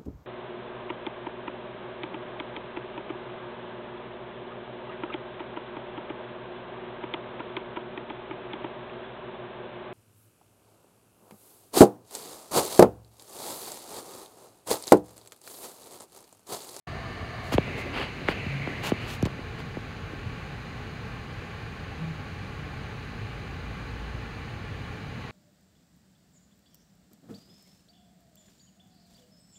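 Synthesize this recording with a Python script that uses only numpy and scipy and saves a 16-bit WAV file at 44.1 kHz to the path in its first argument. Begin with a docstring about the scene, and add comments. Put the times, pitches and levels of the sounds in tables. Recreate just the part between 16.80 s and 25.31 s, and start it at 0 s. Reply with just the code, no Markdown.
"""Inside a parked car: turbulent air rushes from the dashboard vents over the idling engine.
A hand shifts its grip on the listening phone: fingers knock, rub and judder on the case,
the palm rumbles against it, and the hollow of the hand colours the rush near the microphone.
Late on, the engine's second order swells once into a boom."""
import sys
import numpy as np
from scipy import signal
from scipy.fft import rfft, irfft, next_fast_len
from scipy.io import wavfile
from scipy.ndimage import map_coordinates

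SR = 44100
rng = np.random.default_rng(int(sys.argv[2]) if len(sys.argv) > 2 else 0)


def master(y):
    """Save y as 16-bit WAV."""
    cut = np.clip(np.atleast_2d(y).T, -1, 1)
    pcm = np.round(cut * 32767)  # scale
    wavfile.write(sys.argv[1], SR, pcm.astype(np.int16))


N = 375291
SHIFT_START_S, SHIFT_END_S, LOOSEN_S = 0.76, 2.4, 0.04  # the hand shifts its grip


def vents(level_db=-43.5, flutter_db=0.21):
    """Turbulent air rushes from the vents, with three fixed treble peaks from the microphone port."""
    # air spectrum: f/Hz, relative density/dB
    air = [(150, -22), (260, -3), (350, -3), (650, -7), (950, -7.5), (1500, -7), (2100, -5.5), (2850, -8.5),
           (3250, -16.5), (4600, -20), (5400, -28), (7700, -36.5), (11000, -40.5), (15500, -45)]
    # microphone port resonances: f/Hz, width/Hz, gain/dB
    port = [(4080, 540, 3.5), (6660, 580, 7.5), (9020, 460, 5)]
    rush = unit(filtered(noise(air), lambda hz: amp(humps(port, hz))))
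    return rush * amp(level_db + flutter_db * wobble(7))


def reflections(x, t60_s=0.12, wet_gain=0.38, highpass_hz=1800):
    """Glass and trim return the treble within moments, rippling its spectrum."""
    t = np.arange(SR // 8) / SR
    tail = rng.standard_normal(len(t)) * amp(-60 * t / t60_s)
    wet = signal.fftconvolve(x, tail / np.linalg.norm(tail))[:N]
    return x + filtered(wet, lambda hz: wet_gain * hz ** 2 / (hz ** 2 + highpass_hz ** 2))


def hand(x, settle_s=0.14, grip_db=1.5, shifting_db=0.96):
    """The phone's pose colours the rush: gripped, cupped in the palm, then at rest."""
    # resonances between hand and case: f/Hz, width/Hz, gain/dB
    grip = [(423, 74, 4), (704, 90, 11.5), (1137, 125, 8.5), (1760, 88, 8.5), (2270, 115, 6),
            (4560, 350, 4), (8800, 740, 2.5)]
    # standing waves between windscreen and dashboard, at the resting spot: f/Hz, width/Hz, gain/dB
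    standing = [(445, 40, 6), (825, 69, 5.5), (948, 45, -6), (1107, 58, 6), (1480, 95, 3), (1747, 63, 3),
                (2130, 87, -3), (2375, 167, 5.5)]
    hz, t, spectra = signal.stft(x, SR, nperseg=1024)
    hz = hz[:, None] + 1
    shifting = gesture(t, SHIFT_START_S, SHIFT_END_S, LOOSEN_S, settle_s)
    gripped = 1 - step(t, SHIFT_START_S, LOOSEN_S) + 0.18 * shifting
    settled = step(t, SHIFT_END_S, settle_s) + 0.2 * shifting
    gain_db = gripped * (grip_db + humps(grip, hz)) + settled * humps(standing, hz)
    gain_db += shifting * shifting_db + cupping_db(t, hz, shifting)
    return signal.istft(spectra * amp(gain_db), SR, nperseg=1024)[1][:N]


def cupping_db(t, hz, shifting, rest_hz=2386, rest_db=-5, near_db=5.5, upper_db=2, mirror_share=0.17):
    """Gain of the hand's hollow: each cupping boosts its resonance and glides the pitch."""
    # cuppings: start/s, end/s, first f/Hz, last f/Hz, boost shared by hollow and palm/dB
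    cups = [(0.788, 1.09, 2330, 2140, 6.5), (1.18, 1.29, 3050, 3000, 7), (1.5, 2.02, 2730, 1740, 6.5),
            (2.15, 2.356, 2400, 4000, 4.5)]
    cup_hz, boost_db = rest_hz, rest_db + near_db * shifting
    for start, end, first_hz, last_hz, db in cups:
        closed = gesture(t, start, end, attack_s=0.028, release_s=0.041)
        cup_hz = cup_hz + closed * (np.interp(t, [start, end], [first_hz, last_hz]) - rest_hz)
        boost_db = boost_db + closed * db
    first_mode = hollow(hz, cup_hz, width_oct=0.28)
    upper_mode = hollow(hz, 1.6 * cup_hz, width_oct=0.15)
    mirror = hz ** 2 / (hz ** 2 + 1500 ** 2)  # the palm reflects short waves only
    shape = (1 - mirror_share) * first_mode + mirror_share * mirror
    return boost_db * shape + shifting * upper_db * upper_mode


def hollow(hz, centre_hz, width_oct):
    """Bell-shaped resonance of the air in the palm, 0 to 1."""
    return np.exp(-(np.log2(hz / centre_hz) / width_oct) ** 2)


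def knocks():
    """Fingers strike the case."""
    # blows: t/s, chirp peak/dB, chirp top/Hz, chirp bottom/Hz, click re chirp/dB, click top/Hz
    blows = [(.722, -22.5, 900, 300, -20, 4000), (0.7379, -21, 700, 150, -2, 6000),
             (0.7409, -15.5, 170, 114, -30, 3000), (.7808, -7.5, 650, 380, -7.5, 3250),
             (0.878, -29.5, 700, 300, -30, 3000), (1.4858, -15, 2800, 270, 3, 3100),
             (1.661, -26, 250, 110, -30, 3000), (1.8730, -24, 1100, 260, -4, 2300),
             (2.1182, -13, 520, 223, -9, 3150), (2.426, -15.5, 425, 112, -11, 14000),
             (2.4535, -22, 400, 128, -2.5, 7500), (2.469, -25, 750, 300, -30, 3000),
             (2.589, -29.5, 450, 200, -28, 3000), (2.9690, -25.5, 700, 200, -25, 2500),
             (3.332, -30.5, 450, 221, -30, 3000)]
    out = np.zeros(N + SR)
    for start, db, *tone in blows:
        blow = amp(db) * knock(*tone)
        out[round(start * SR):][:len(blow)] += blow
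    return out[:N]


def knock(high_hz, low_hz, click_db, click_top_hz, thud_db=-10, thud_hz=170, click_t60_s=0.0094):
    """Bending waves carry treble faster than bass: a click, then a falling chirp ending in a thud."""
    dispersion_cycles, lead_s = 1.78, 0.00051
    t = np.arange(SR // 10) / SR
    hz = dispersion_cycles / (t + lead_s)
    band = 1 / np.sqrt((1 + (hz / high_hz) ** 4) * (1 + (low_hz / hz) ** 6))
    thud = amp(thud_db) * np.exp(-2 * np.log2(hz / thud_hz) ** 2)  # the whole case gives
    chirp = np.maximum(band / band.max(), thud) * np.sin(2 * np.pi * np.cumsum(hz) / SR)
    burst = rng.standard_normal(len(t)) * amp(-60 * t / click_t60_s)
    cushioned = signal.lfilter(*signal.butter(1, 4000, fs=SR), burst)  # skin dulls the treble
    contact = signal.butter(3, [1400, click_top_hz], "band", fs=SR, output="sos")
    click = signal.sosfilt(contact, cushioned)
    return chirp + amp(click_db) * click / np.abs(click).max()


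def rubs(grain_db=1.5, grain_hz=450):
    """Sliding skin: a dull scuff through the case, a hiss near the microphone port."""
    # strokes: start/s, length/s, scuff/dB, hiss/dB
    strokes = [(0.632, 0.15, -62, -56), (0.723, 0.027, -32.5, -39), (0.974, 0.048, -44, -51),
               (1.147, 0.094, -31.5, -54), (1.482, 0.041, -32, -51), (2.037, 0.062, -32.5, -38.5),
               (2.2, 0.081, -45, -60), (2.28, .078, -46, -46), (2.456, 0.01, -37.5, -47),
               (2.786, 0.028, -43.5, -58)]
    # scuff spectrum: f/Hz, relative density/dB
    scuff_spectrum = [(50, -6), (130, 2), (400, 6.5), (1100, 3.5), (1900, 1), (2600, 1.5), (3000, 3),
                      (3500, -8.5), (4700, -7.5), (5700, -33), (9000, -30), (15500, -53)]
    # hiss spectrum: f/Hz, relative density/dB
    hiss_spectrum = [(300, -31), (1500, -15), (2800, 4), (4800, -1), (5800, -4.5), (7000, -2.5), (8200, -8),
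                     (11000, -8.5), (15500, -13)]
    t = clock()
    scuff, hiss = np.zeros(N), np.zeros(N)
    for start, length, scuff_db, hiss_db in strokes:
        stroke = gesture(t, start, start + length, attack_s=0.16 * length, release_s=0.24 * length)
        scuff += amp(scuff_db) * np.sqrt(stroke)
        hiss += amp(hiss_db) * stroke
    grain = unit(amp(grain_db * wobble(grain_hz)))  # skin catches unevenly
    return grain * (scuff * noise(scuff_spectrum) + hiss * noise(hiss_spectrum))


def judders(sag=0.14, jitter=0.0307, overtone_db=-20):
    """A fingertip sticks and slips, humming in the case, louder and faster with pressure."""
    # drags: start/s, end/s, slip rate/Hz and level/dB at full pressure
    drags = [(1.69, 1.86, 141, -33), (3.43, 3.5, 112, -38.5), (5.199, 5.323, 160, -32.5),
             (5.59, 5.63, 105, -34.5), (6.41, 6.458, 114, -34)]
    t, out = clock(), np.zeros(N)
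    for start, end, slip_hz, db in drags:
        pressure = gesture(t, start, end, attack_s=0.015, release_s=0.022)
        hz = slip_hz * (1 - sag * (1 - pressure)) * (1 + jitter * wobble(60))
        phase = 2 * np.pi * np.cumsum(hz) / SR
        hum = np.sin(phase) + amp(overtone_db) * np.sin(2 * phase)
        out += pressure * amp(db) * np.sqrt(2) * hum
    return out


def palm_rumble(level_db=-42.5, lump_db=5.0):
    """The shifting palm presses on the case with a soft, lumpy rumble."""
    # case spectrum: f/Hz, relative density/dB
    case = [(40, -15), (110, -5), (220, -0.5), (400, -4), (700, -10), (2000, -53)]
    pressing = gesture(clock(), SHIFT_START_S, SHIFT_END_S, LOOSEN_S, release_s=0.41)
    lumps = amp(lump_db * wobble(30))
    return amp(level_db) * pressing * unit(lumps * noise(case))


def engine(firing_hz=27.98, drift=0.0056, rumble_db=-40, sway_db=-0.1):
    """Low firing orders over the body's rumble; the second order swells once into a boom."""
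    # engine orders: multiple of the firing rate, rms level/dB
    orders = [(1, -65), (2, -53.5), (3, -51), (4, -53.5)]
    # cabin rumble spectrum: f/Hz, relative density/dB
    cabin = [(15, -30), (34, -22), (44, -3.5), (62, -9.5), (85, -2), (115, -2), (155, -4), (200, -9.5),
             (260, -11.5), (400, -31), (900, -60)]
    boom_s, rise_s, fall_s, boom_db = 7.3, 0.58, 0.22, -40.5
    t = clock()
    phase = 2 * np.pi * np.cumsum(firing_hz * (1 + drift * wobble(3.18))) / SR
    hum = sum(amp(db) * np.sin(k * phase + rng.uniform(0, 2 * np.pi)) for k, db in orders)
    swell = np.exp(-np.abs(t - boom_s) / np.where(t < boom_s, rise_s, fall_s))
    boom = amp(boom_db) * swell * np.sin(2 * phase)
    rumble = amp(rumble_db + sway_db * wobble(1.5)) * noise(cabin)
    return np.sqrt(2) * (hum + boom) + rumble


def amp(db):
    """Decibels to gain."""
    return 10 ** (np.asarray(db) / 20)


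def unit(x):
    """x at rms 1."""
    return x / np.sqrt(np.mean(x ** 2) + 1e-20)


def humps(rows, hz):
    """Gain in dB of bell-shaped resonances."""
    return sum(db * np.exp(-((hz - centre) / width) ** 2) for centre, width, db in rows)


def clock():
    """Sample times in s."""
    return np.arange(N) / SR


def step(t, at_s, ease_s):
    """Smooth rise from 0 to 1, centred on at_s."""
    return (1 + np.tanh((t - at_s) / (ease_s + 1e-6))) / 2


def gesture(t, start_s, end_s, attack_s, release_s):
    """Attack, hold and release, 0 to 1."""
    return step(t, start_s, attack_s) * (1 - step(t, end_s, release_s))


def wobble(knot_hz):
    """Smooth random curve, rms near 1."""
    return map_coordinates(rng.standard_normal(int(N * knot_hz / SR) + 4), [clock() * knot_hz])


def filtered(x, response):
    """x through a gain given as a function of f/Hz."""
    size = next_fast_len(N + SR // 2)
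    return irfft(rfft(x, size) * response(np.fft.rfftfreq(size, 1 / SR)), size)[:N]


def noise(spectrum):
    """Noise of rms 1, shaped by (f/Hz, level/dB) points on a log axis."""
    point_hz, db = np.transpose(spectrum)
    white = rng.standard_normal(N)
    return unit(filtered(white, lambda hz: amp(np.interp(np.log(hz + 1), np.log(point_hz + 1), db))))


def scene():
    """The rush heard past the hand, the engine, and the hand's noises on the case."""
    rush = hand(reflections(vents()))
    return (rush + engine() + palm_rumble() + knocks() + rubs() + judders())[None]


def record(dry):
    """The phone opens its microphone and passes nothing above its band limit."""
    open_s, muted_db, top_hz = 0.071, -63, 15750
    opened = np.maximum(step(clock(), open_s, 0.001), amp(muted_db))
    return filtered(dry[0] * opened, lambda hz: hz < top_hz)[None]


dry = scene()
out = record(dry)
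master(out)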